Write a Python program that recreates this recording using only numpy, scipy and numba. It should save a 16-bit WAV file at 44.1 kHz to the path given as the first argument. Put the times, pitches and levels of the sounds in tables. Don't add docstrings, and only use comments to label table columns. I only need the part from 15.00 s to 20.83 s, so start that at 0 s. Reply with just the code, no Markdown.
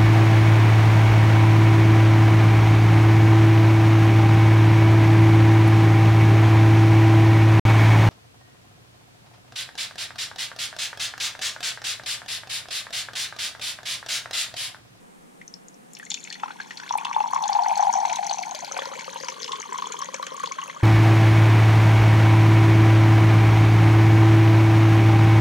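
import sys
import numpy as np
from scipy import signal
from scipy.fft import rfft, irfft, next_fast_len
from scipy.io import wavfile
from scipy.ndimage import uniform_filter1d
from numba import njit

SR = 44100
rng = np.random.default_rng(int(sys.argv[2]) if len(sys.argv) > 2 else 0)


def log_audio(samples):
    frames = np.atleast_2d(samples).T
    limited = np.clip(frames, -1, 1)
    pcm = np.round(limited * 32767).astype(np.int16)
    wavfile.write(sys.argv[1], SR, pcm)


N = 257103
FFT_SIZE = next_fast_len(N + 12000)
TIME_S = np.arange(N) / SR


def undb(db):
    return 10 ** (np.asarray(db) / 20)


def unit_rms(x):
    return x / np.sqrt(np.mean(x ** 2))


def decay(t, t60_s):
    return np.exp(-np.log(1000) * t / t60_s)


def at_time(table, s):
    return np.interp(s, *np.transpose(table))


def per_bin(table):
    hz, value = np.transpose(table)
    bin_hz = np.arange(FFT_SIZE // 2 + 1) * SR / FFT_SIZE
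    return np.interp(np.log(bin_hz + 1), np.log(hz), value)


def fft_filter(x, bin_gain):
    return irfft(rfft(x, FFT_SIZE) * bin_gain, FFT_SIZE)[..., :N]


@njit
def moving_bandpass(x, hz, width_hz):
    y, band_state, low_state = np.empty(len(x)), 0., 0.
    for i in range(len(x)):
        g, damping = np.tan(np.pi * hz[i] / SR), width_hz / hz[i]
        band = (band_state + g * (x[i] - low_state)) / (1 + g * (g + damping))
        band_state = 2 * band - band_state
        low_state += 2 * g * band
        y[i] = damping * band
    return y


def place(out, start_s, grain, peak_db):
    i = int(start_s * SR)
    n = min(len(grain), N - i)
    out[i:i + n] += grain[:n] * undb(peak_db) / np.abs(grain).max()


def bubble(hz, t60_s, glide, samples, rise_cycles=0.1):
    t = np.arange(samples) / SR
    swell = 1 - np.exp(-t * hz / rise_cycles)
    return swell * np.sin(2 * np.pi * hz * (t + glide * t ** 2 / (2 * t60_s))) * decay(t, t60_s)


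@njit
def froth(start_s, hz, gain, t60_cycles, glide):
    out = np.zeros(N)
    for k in range(len(start_s)):
        start, step = int(start_s[k] * SR), hz[k] / SR
        for i in range(min(int(t60_cycles / step), N - start)):
            turns = i * step
            envelope = (1 - np.exp(-turns)) * np.exp(-np.log(1000) * turns / t60_cycles)
            phase = 2 * np.pi * turns * (1 + glide * turns / (2 * t60_cycles))
            out[start + i] += gain[k] * envelope * np.sin(phase)
    return out


# frequency in Hz, relative density in dB.
HUM_SPECTRUM = [(62, -79), (105, -19.5), (173, -2.5), (286, -8), (346, -11), (514, -9), (633, -17),
                (703, -8.5), (781, -11.5), (4710, -32), (9990, -28.5), (15500, -24)]
# frequency in Hz, left-right correlation of the hum.
HUM_CORRELATION = [(60, -1.3), (130, 0.059), (290, -0.25), (640, -0.78), (1410, -0.71), (3100, -0.071),
                   (6820, 0.13), (15000, -0.35)]


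def kitchen_hum():
    correlation = np.clip(per_bin(HUM_CORRELATION), -.95, .95)
    spectrum = undb(per_bin(HUM_SPECTRUM))
    mid, side = rng.standard_normal((2, N))
    mid = fft_filter(mid, spectrum * np.sqrt(1 + correlation))
    side = fft_filter(side, spectrum * np.sqrt(1 - correlation))
    hum = unit_rms(np.array([mid + side, mid - side]))
    return undb(-46.5) * signal.sosfilt(signal.butter(4, 120, "highpass", fs=SR, output="sos"), hum)


# time in seconds, level in dB.
RUMBLE_LEVEL = [(0.0, -66), (1.04, -77), (3.0, -76), (5.8, -90)]


def hand_rumble():
    lowpass = signal.butter(3, 75, fs=SR, output="sos")
    common, left, right = signal.sosfilt(lowpass, rng.standard_normal((3, N)))
    return unit_rms(np.array([left, right]) + 0.8 * common) * undb(at_time(RUMBLE_LEVEL, TIME_S))


def room_tail(x, t60_s=0.14):
    t = np.arange(12000) / SR
    tail = rng.standard_normal((2, len(t))) * decay(t, t60_s) * (t > .003)
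    tail /= np.sqrt(np.sum(tail ** 2, axis=1, keepdims=True))
    tail = signal.lfilter(*signal.butter(1, [1800, 9000], "bandpass", fs=SR), tail)
    return undb(-8.5) * fft_filter(x, rfft(tail, FFT_SIZE))


# time in seconds, gurgle in dB, air column in Hz, chirping in dB,
# fizz in dB, crosswise air mode in Hz.
STREAM = [(0.9, -68, 800, -66, -68, 6350), (1.15, -67, 830, -56, -51, 6840),
          (1.45, -49, 873, -49.5, -60, 6000), (1.74, -53, 917, -49.5, -53.5, 5660),
          (2.0, -35.5, 933, -44.5, -54, 6100), (2.29, -30, 907, -46.5, -52, 6050),
          (2.84, -24.5, 814, -39, -45, 6070), (3.4, -33.5, 825, -47.5, -47.5, 6200),
          (3.75, -39, 841, -40.5, -48.5, 6070), (4.11, -45, 964, -45, -47.5, 6300),
          (4.7, -39, 1042, -42, -50.5, 6100), (5.4, -44, 1087, -45.5, -50.5, 6200),
          (5.83, -41.5, 1087, -43, -55, 6850)]
GURGLE_DB, AIR_COLUMN_HZ, CHIRPING_DB, FIZZ_DB, CROSS_MODE_HZ = range(1, 6)
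STREAM_START_S = STREAM[0][0]


def stream(column, s):
    table = np.array(STREAM)
    return np.interp(s, table[:, 0], table[:, column])


def scatter(per_s, spread_db):
    draws = rng.random((int(per_s * N / SR), 3))
    when, size, share = draws[draws[:, 0] * N / SR > STREAM_START_S].T
    size_db = -spread_db * np.log(1 - .95 * size)
    return when * (N - 1) / SR, size_db, share


# start in seconds, level in dB.
SPITS = [(0.9339, -30), (0.988, -29), (1.1025, -39), (1.9756, -18), (2.0523, -34), (2.3088, -32),
         (2.3452, -29), (2.4244, -28.5), (2.5043, -28), (2.6844, -31), (2.7233, -32), (2.7752, -27),
         (2.8874, -37), (2.9279, -36), (3.1573, -25), (3.2661, -27), (3.2955, -35), (3.4262, -29),
         (3.5485, -26), (3.6462, -29), (3.7755, -27), (3.8548, -33), (4.0977, -35), (4.1421, -29),
         (4.5716, -35), (4.783, -31), (4.9228, -38), (4.9912, -27), (5.142, -43), (5.2261, -31),
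         (5.264, -31), (5.3404, -31.5), (5.3982, -33), (5.4357, -29), (5.6392, -30), (5.6761, -30)]


def spray(over_fizz_db=3):
    band = signal.butter(2, [8500, 15500], "bandpass", fs=SR, output="sos")
    t = np.arange(800) / SR
    envelope = (1 - np.exp(-t / 0.00038)) * decay(t, 0.026)
    start_s, size_db, _ = scatter(per_s=91, spread_db=2)
    events = list(SPITS) + list(zip(start_s, size_db + stream(FIZZ_DB, start_s) + over_fizz_db))
    noise = rng.standard_normal((len(events), 3, len(t)))
    common, separate = noise[:, :1], noise[:, 1:]
    bursts = signal.sosfilt(band, (common + 3.2 * separate) * envelope)
    out = np.zeros((2, N))
    for (s, db), (left, right) in zip(events, bursts):
        place(out[0], s, left, db)
        place(out[1], s, right, db)
    return out


# frequency in Hz, relative gain in dB.
SWARM_COLOUR = [(760, -6.5), (1300, -18), (1410, 4), (1800, 0.5), (2200, 3.5), (2710, -5), (3240, 2),
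                (3720, -8.5), (5260, -21), (6350, -13.5), (8890, -26), (14600, -16), (16000, -32)]


def swarm(level_column, per_s, lo_hz, hi_hz, t60_cycles, glide, spread_db):
    start_s, size_db, share = scatter(per_s, spread_db)
    bubbles = froth(start_s, lo_hz * (hi_hz / lo_hz) ** share, undb(size_db), t60_cycles, glide)
    band = signal.butter(2, [lo_hz, hi_hz], "bandpass", fs=SR, output="sos")
    hiss = signal.sosfilt(band, rng.standard_normal(N))
    coloured = fft_filter(unit_rms(bubbles) + 0.1 * unit_rms(hiss), undb(per_bin(SWARM_COLOUR)))
    level = undb(stream(level_column, TIME_S)) * (TIME_S > STREAM_START_S)
    return unit_rms(coloured) * flare() * level


def flare(depth_db=5, settle_s=0.013):
    kicks = np.zeros(N)
    for s, db, *_ in CHIRPS + TICKS:
        kicks[int(s * SR)] += undb(db)
    stirred = signal.lfilter([1], [1, -np.exp(-1 / (settle_s * SR))], kicks)
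    stirred = uniform_filter1d(stirred, size=400)
    return unit_rms(undb(depth_db * np.tanh(stirred / np.mean(stirred[stirred > 0]))))


# start in seconds, level in dB, pitch in Hz, splash share.
CHIRPS = [(0.4145, -33, 1960, 0.2), (0.9678, -34.5, 2840, 0.37), (0.9976, -28, 1760, 0.22),
          (1.0284, -30.5, 1600, 0.16), (1.066, -34.5, 2000, 0.17), (1.1054, -23.5, 3640, 0.45),
          (1.1159, -16, 3370, 0.4), (1.142, -20, 3500, 0.45), (1.1743, -33.5, 2520, 0.03),
          (1.249, -30.5, 2320, 0.4), (1.274, -28.5, 2070, 0.3), (1.3106, -31, 1730, 0),
          (1.3257, -23.5, 3670, 0.6), (1.355, -29.5, 1850, 0.2), (1.397, -32.5, 1860, 0.43),
          (1.4332, -19, 1250, 0.35), (1.481, -27.5, 1245, 0.37), (1.5061, -25, 1415, 0.27),
          (1.5887, -36, 1530, 0.2), (1.601, -19, 1547, 0.23), (1.7079, -22.5, 1780, 0.34),
          (1.7988, -25, 1445, 0.4), (1.8339, -27.5, 1620, 0.23), (1.8633, -29, 1430, 0.3),
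          (1.8918, -26, 3630, 0.34), (1.9838, -23, 2280, 0.16), (2.0484, -22, 2900, 0.34),
          (2.1292, -23.5, 2180, 0.28), (2.146, -31.5, 3350, 0.16), (2.203, -29.5, 2550, 0.3),
          (2.36, -31, 1610, 0.36), (2.4374, -25.5, 3450, 0.3), (2.4887, -28.5, 3160, 0.2),
          (2.55, -28, 2280, 0.4), (2.6604, -24, 1904, 0.23), (3.052, -23, 2150, 0.7),
          (3.097, -22.5, 2420, 0.4), (3.1592, -19.5, 3720, 0.3), (3.2285, -25.5, 1570, 0.56),
          (3.3104, -21.5, 3230, 0.5), (3.3836, -31, 2540, 0.25), (3.4328, -22, 2160, 0.26),
          (3.5493, -24.5, 3400, 0.5), (3.7135, -33, 1300, 0.36), (3.7664, -24, 1450, 0.3),
          (3.793, -22, 3240, 0.12), (3.8193, -20.5, 1410, 0.7), (3.8546, -33, 1330, 0.2),
          (3.934, -25.5, 1260, 0.48), (3.9545, -27, 2140, 0.15), (3.9932, -27.5, 2110, 0.1),
          (4.0446, -36, 2780, 0.1), (4.161, -29, 3080, 0.18), (4.2336, -26.5, 1600, 0.5),
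          (4.2837, -20.5, 1620, 0.7), (4.402, -31.5, 3200, 0.1), (4.4313, -27, 3900, 0),
          (4.444, -23.5, 3300, 0.37), (4.4783, -24.5, 2950, 0.47), (4.5188, -20, 3360, 0.32),
          (4.5575, -27, 3300, 0.2), (4.7266, -33, 1570, 0.4), (4.7845, -27, 3100, 0.2),
          (4.8209, -25, 3210, 0.57), (4.8569, -27, 3180, 0.1), (4.9232, -31, 3140, 0.32),
          (4.9673, -32.5, 3130, 0), (5.0203, -34, 1580, 0), (5.0447, -37, 1870, 0.1),
          (5.143, -20.5, 2180, 0.32), (5.2268, -28, 1420, 0.4), (5.2669, -20.5, 1560, 0.8),
          (5.433, -22.5, 1400, 0.42), (5.4572, -24.5, 3240, 0.54), (5.5207, -24.5, 2110, 0.17),
          (5.5827, -26.5, 1450, 0.3), (5.6168, -28, 2720, 0.2), (5.679, -33, 2480, 0),
          (5.6982, -25, 1940, 0.14)]
# start in seconds, level in dB, pitch in Hz, splash share.
TICKS = [(0.4788, -33, 5880, 0.2), (0.5397, -27.5, 5170, 0.14), (0.6833, -37, 6640, 0.6),
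         (0.7422, -47, 5800, 0.3), (0.9338, -37.5, 7400, 0.34), (0.9507, -31, 5270, 0.3),
         (1.0515, -34.5, 7230, 0.3), (1.1029, -21, 6830, 0.17), (1.1164, -26, 5200, 0.1),
         (1.1418, -22.5, 6650, 0), (1.2037, -39, 7110, 0.3), (1.2406, -30, 6760, 0.33),
         (1.3019, -25.5, 4430, 0.85), (1.3423, -31.5, 4260, 0.36), (1.6152, -33.5, 4200, 0),
         (1.7724, -28.5, 4230, 0.65), (1.9245, -26, 5850, 0.3), (1.9759, -31, 8440, 0.2),
         (2.1311, -32, 5850, 0.22), (2.228, -41.5, 5630, 0.16), (2.2762, -36, 5800, 0.4),
         (2.3331, -32.5, 6300, 0.4), (2.3461, -28, 6040, 0.34), (2.4239, -32, 5950, 0.3),
         (2.4379, -28, 4200, 0.3), (2.4588, -36, 6490, 0.3), (2.4793, -21.5, 6430, 0.3),
         (2.5301, -19.5, 4460, 0.37), (2.6209, -36, 5700, 0.1), (2.6359, -25, 4420, 0.17),
         (2.6843, -27, 5980, 0.22), (2.7566, -26, 4300, 0.1), (2.7751, -26.5, 6200, 0.45),
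         (2.8085, -30, 6200, 0.14), (2.827, -26, 5870, 0.3), (2.9277, -22, 6380, 0.22),
         (2.9374, -21, 5850, 0.4), (2.9537, -29, 5900, 0.22), (3.0026, -31.5, 5760, 0.1),
         (3.0579, -30.5, 6200, 0.32), (3.0874, -30.5, 6000, 0.22), (3.1288, -23.5, 5870, 0.35),
         (3.1587, -24, 6270, 0.05), (3.245, -30, 6370, 0.4), (3.2665, -22.5, 5830, 0.5),
         (3.2959, -19.5, 4440, 0.26), (3.3304, -25, 6100, 0.1), (3.3363, -24.5, 6060, 0.13),
         (3.3852, -26, 5810, 0.3), (3.4266, -24.5, 4450, 0.5), (3.4925, -33.5, 5960, 0.3),
         (3.5104, -27.5, 6350, 0.2), (3.5483, -24, 4700, 0.34), (3.5897, -31, 6330, 0.6),
         (3.6062, -29, 6500, 0.22), (3.6466, -22.5, 4760, 0.44), (3.6765, -36, 4810, 0.22),
         (3.7209, -23, 6200, 0.24), (3.7763, -28, 4940, 0.3), (3.8551, -27.5, 4900, 0.55),
         (3.9938, -29, 4650, 0.45), (4.0442, -32.5, 4470, 0.3), (4.0687, -35, 4350, 0.1),
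         (4.13, -32, 5900, 0.22), (4.2023, -26.5, 4770, 0.14), (4.2278, -30.5, 5550, 0.3),
         (4.245, -25, 4740, 0.4), (4.2842, -24, 5630, 0.46), (4.2994, -27, 5460, 0.5),
         (4.4014, -37, 6190, 0.22), (4.4194, -25, 5700, 0.36), (4.4308, -22, 4900, 0.22),
         (4.4433, -22, 5170, 0.22), (4.5301, -31, 7360, 0.1), (4.6009, -24.5, 6600, 0.06),
         (4.6179, -27.5, 5920, 0.16), (4.7306, -27, 7420, 0), (4.779, -29, 5800, 0.56),
         (4.8728, -29, 6750, 0.02), (4.9222, -22, 6770, 0.18), (4.9901, -30, 6800, 0.3),
         (5.0165, -26, 5530, 0.34), (5.0449, -28.5, 6700, 0.2), (5.0569, -31, 6540, 0),
         (5.1427, -23, 6370, 0.46), (5.2265, -25, 3930, 0.37), (5.2674, -27.5, 6600, 0.3),
         (5.3667, -31.5, 6650, 0.35), (5.3981, -32, 7100, 0.47), (5.4375, -34, 6540, 0.3),
         (5.4735, -22.5, 4300, 0.7), (5.5209, -24, 5960, 0.25), (5.6156, -40, 6740, 0.1),
         (5.6386, -32.5, 6360, 0.1)]


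def drops(table, t60_cycles, glide, relative_width, splash_t60_s, rise_s=0.00043):
    out, t = np.zeros(N), np.arange(1500) / SR
    envelope = (1 - np.exp(-t / rise_s)) * decay(t, splash_t60_s)
    for s, db, hz, share in table:
        band = signal.iirpeak(hz, 1 / relative_width, fs=SR)
        noise = rng.standard_normal(len(t))
        splash = unit_rms(signal.lfilter(*band, signal.lfilter(*band, noise))) * envelope
        tone = bubble(hz, t60_cycles / hz, glide, samples=len(t), rise_cycles=0.99)
        place(out, s, (1 - share) * tone + share * splash, db)
    return out


# frequency in Hz, width in Hz, relative level in dB.
WALL_MODES = [(3500, 114, -9.5), (4352, 50, -10), (5565, 83, -7.5), (7020, 230, -13)]
# time in seconds, gain in dB.
WALL_RING = [(1.0, 14), (2.3, 16.5), (3.2, -4.5), (5.8, 9)]


def tumbler(x):
    walls = sum(undb(db) * signal.lfilter(*signal.iirpeak(hz, hz / width_hz, fs=SR), x)
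                for hz, width_hz, db in WALL_MODES)
    walls *= undb(at_time(WALL_RING, TIME_S))
    overtone = undb(-3.5) * moving_bandpass(x, 2.934 * stream(AIR_COLUMN_HZ, TIME_S), width_hz=370.)
    cross_mode = undb(-1) * moving_bandpass(x, stream(CROSS_MODE_HZ, TIME_S), width_hz=670.)
    dip = 0.2 * moving_bandpass(x, np.full(N, 4866.), width_hz=580.)
    return x - dip + walls + overtone + cross_mode


# start in seconds, level in dB.
PLOPS = [(3.547, -30), (3.635, -33), (3.713, -30.5), (3.74, -31.5), (3.768, -30), (3.791, -26),
         (3.82, -27.5), (3.871, -27.5), (3.916, -30.5), (3.963, -32.5), (4.08, -29), (4.158, -33),
         (4.208, -33), (4.234, -29), (4.293, -34), (4.323, -35.5), (4.402, -39), (4.423, -35), (4.455, -35),
         (4.489, -39), (4.51, -33), (4.549, -38), (4.594, -35), (4.721, -34), (4.867, -45), (4.904, -34),
         (4.942, -42), (5.086, -32), (5.142, -26.5), (5.197, -31), (5.27, -35.5), (5.319, -29),
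         (5.436, -30.5), (5.472, -40), (5.684, -36)]
# time in seconds, pitch in Hz.
CAVITY_PITCH = [(3.5, 630), (3.8, 533), (4.3, 516), (4.55, 426), (4.95, 443), (5.1, 538), (5.5, 493),
                (5.83, 566)]


def plops(t60_s=0.059, burble_db=-37):
    loud = np.zeros(N)
    for s, db in PLOPS:
        plop = bubble(at_time(CAVITY_PITCH, s), t60_s, glide=0.065, samples=4000, rise_cycles=0.39)
        place(loud, s, plop, db)
    start_s, size_db, share = scatter(per_s=60, spread_db=0.5)
    hz = at_time(CAVITY_PITCH, start_s) * (0.896 + 0.25 * share)
    gain = undb(size_db + burble_db) * (start_s > CAVITY_PITCH[0][0])
    return loud + froth(start_s, hz, gain, t60_cycles=21., glide=0.039)


def gurgle():
    start_s, size_db, share = scatter(per_s=120, spread_db=-3)
    hz = stream(AIR_COLUMN_HZ, start_s) * (0.823 + 0.37 * share)
    bubbles = froth(start_s, hz, undb(size_db), t60_cycles=25.5, glide=0.25)
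    resonance = moving_bandpass(bubbles, stream(AIR_COLUMN_HZ, TIME_S), width_hz=366.)
    return unit_rms(resonance) * undb(stream(GURGLE_DB, TIME_S))


# start in seconds, level in dB, pitch in Hz, t60 in seconds.
GULPS = [(1.118, -37.5, 840, 0.021), (1.435, -14.5, 880, 0.011), (1.458, -24.5, 1020, 0.049),
         (1.481, -33, 830, 0.025), (1.504, -29.5, 856, 0.012), (1.601, -31.5, 810, 0.013),
         (1.908, -11.5, 920, 0.011), (1.938, -14.5, 1020, 0.023), (1.953, -10.5, 830, 0.038),
         (1.983, -19.5, 810, 0.019), (2.035, -29, 980, 0.032), (2.053, -15, 1010, 0.017),
         (2.072, -30, 886, 0.022), (2.088, -28, 1100, 0.022), (2.112, -16, 1070, 0.019),
         (2.163, -8, 863, 0.024), (2.181, -18, 845, 0.065), (2.204, -10, 835, 0.048),
         (2.239, -16, 956, 0.049), (2.259, -16.5, 960, 0.015), (2.278, -21, 850, 0.039),
         (2.301, -26, 854, 0.035), (2.334, -9.5, 1054, 0.026), (2.362, -8.5, 1040, 0.028),
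         (2.386, -21, 920, 0.013), (2.407, -26, 904, 0.028), (2.425, -17, 834, 0.025),
         (2.438, -15.5, 799, 0.058), (2.461, -19.5, 820, 0.039), (2.494, -11, 816, 0.057),
         (2.53, -23, 800, 0.028), (2.551, -10, 837, 0.041), (2.562, -12, 860, 0.044),
         (2.574, -20, 844, 0.029), (2.589, -7.5, 938, 0.037), (2.597, -14, 717, 0.096),
         (2.621, -13.5, 805, 0.085), (2.644, -17.5, 860, 0.035), (2.661, -9.5, 905, 0.028),
         (2.677, -20, 770, 0.043), (2.711, -11.5, 778, 0.032), (2.717, -12.5, 753, 0.034),
         (2.743, -23, 850, 0.023), (2.772, -16, 835, 0.022), (2.778, -20.5, 850, 0.039),
         (2.794, -8, 760, 0.025), (2.801, -7.5, 790, 0.026), (2.828, -8, 826, 0.032),
         (2.847, -13, 760, 0.067), (2.869, -8.5, 800, 0.04), (2.897, -16, 796, 0.024),
         (2.938, -12, 970, 0.025), (2.954, -12, 748, 0.054), (2.985, -11, 784, 0.031),
         (3.03, -16, 840, 0.024), (3.051, -9, 887, 0.023), (3.099, -19.5, 754, 0.083),
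         (3.116, -20, 810, 0.019), (3.122, -15.5, 896, 0.061), (3.19, -15, 720, 0.032),
         (3.229, -18, 786, 0.035), (3.26, -20, 856, 0.032), (3.295, -24, 805, 0.038),
         (3.311, -12, 716, 0.011), (3.324, -18, 856, 0.023), (3.372, -24, 830, 0.022),
         (3.389, -16.5, 743, 0.024), (3.42, -21.5, 725, 0.063), (3.476, -26, 735, 0.038),
         (3.494, -29.5, 797, 0.069), (3.523, -22.5, 830, 0.03), (3.625, -23.5, 696, 0.062),
         (3.713, -25.5, 1280, 0.041), (3.767, -20, 726, 0.046), (3.789, -15.5, 1110, 0.018),
         (3.856, -25.5, 990, 0.053), (3.888, -27, 1050, 0.027), (3.915, -26.5, 1140, 0.029),
         (3.988, -29, 1060, 0.022), (4.079, -23.5, 1200, 0.025), (4.158, -23, 920, 0.032),
         (4.233, -31, 1010, 0.032), (4.284, -24, 964, 0.042), (4.321, -29.5, 1130, 0.037),
         (4.492, -24.5, 1066, 0.032), (4.531, -20, 1070, 0.075), (4.584, -30, 1060, 0.056),
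         (4.723, -21, 980, 0.043), (4.743, -20, 1050, 0.023), (4.757, -24, 1080, 0.026),
         (4.785, -20.5, 982, 0.032), (4.822, -17.5, 1084, 0.022), (4.841, -22.5, 972, 0.039),
         (4.869, -22, 1000, 0.014), (4.905, -32.5, 1010, 0.032), (4.942, -22.5, 956, 0.025),
         (4.99, -27, 1080, 0.023), (5.005, -26.5, 1100, 0.017), (5.021, -19.5, 1110, 0.032),
         (5.087, -24, 1040, 0.014), (5.143, -23.5, 970, 0.018), (5.196, -23, 975, 0.058),
         (5.228, -19, 1137, 0.031), (5.319, -28, 1020, 0.038), (5.343, -28.5, 1130, 0.047),
         (5.378, -27, 1080, 0.029), (5.401, -22.5, 1140, 0.032), (5.436, -16.5, 1073, 0.04),
         (5.473, -23, 940, 0.027), (5.512, -23.5, 1070, 0.057), (5.585, -20.5, 1068, 0.063),
         (5.627, -24.5, 1106, 0.045), (5.679, -33, 1140, 0.028), (5.697, -27.5, 1080, 0.032),
         (5.763, -28.5, 1160, 0.032)]


def gulps(width_hz=150, direct_gain=0.39):
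    out = np.zeros(N)
    for s, db, hz, t60_s in GULPS:
        column_hz = stream(AIR_COLUMN_HZ, s)
        air_column = signal.iirpeak(column_hz, column_hz / width_hz, fs=SR)
        pop = bubble(hz, t60_s, glide=0.057, samples=2200)
        place(out, s, signal.lfilter(*air_column, pop) + direct_gain * pop, db)
    return out


def mouth(x):
    return signal.sosfilt(signal.butter(6, 680, "highpass", fs=SR, output="sos"), x)


# frequency in Hz, left minus right in dB.
PORT_BALANCE = [(300, 9.5), (700, 7), (1290, 2), (2380, 2.5), (3300, -1.5), (4400, 8.5), (6300, 10),
                (8000, 7.5), (10000, -16.5), (15000, 27)]
# frequency in Hz, lead of the left in radians.
PORT_LEAD = [(300, -2.6), (690, -1.7), (2070, -1.5), (3190, -.3), (6290, .2), (8200, -.2), (10300, 2.4),
             (12400, .5), (16000, 1.5)]


def mic_ports(x):
    log_ratio = np.log(undb(per_bin(PORT_BALANCE))) + 1j * per_bin(PORT_LEAD)
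    return fft_filter(x, np.exp(np.array([log_ratio, -log_ratio]) / 2))


def scene():
    chirps = drops(CHIRPS, t60_cycles=53, glide=0.427, relative_width=0.91, splash_t60_s=0.031)
    ticks = drops(TICKS, t60_cycles=54, glide=0.051, relative_width=0.32, splash_t60_s=0.018)
    chirping = swarm(CHIRPING_DB, 700, 1238, 4270, t60_cycles=46., glide=0.84, spread_db=5)
    fizz = swarm(FIZZ_DB, 1600, 3940, 12760, t60_cycles=45., glide=0.15, spread_db=6)
    patter = swarm(CHIRPING_DB, 250, 1696, 6750, t60_cycles=6.6, glide=0.2, spread_db=10.5)
    splashes = chirps + ticks + undb(-3.5) * chirping + fizz + undb(-7) * patter
    liquid = mouth(gulps() + gurgle()) + plops() + tumbler(splashes)
    return mic_ports(liquid) + room_tail(liquid) + spray() + kitchen_hum() + hand_rumble()


# frequency in Hz, gain in dB.
MIC_RESPONSE = [(8800, -1.5), (9900, -3), (11000, -7), (15000, -18), (15700, -18), (15900, -35)]


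def record(dry):
    heard = fft_filter(dry, undb(per_bin(MIC_RESPONSE)))
    return signal.sosfilt(signal.ellip(8, .2, 70, 16300, fs=SR, output="sos"), heard)


dry = scene()
out = record(dry)
log_audio(out)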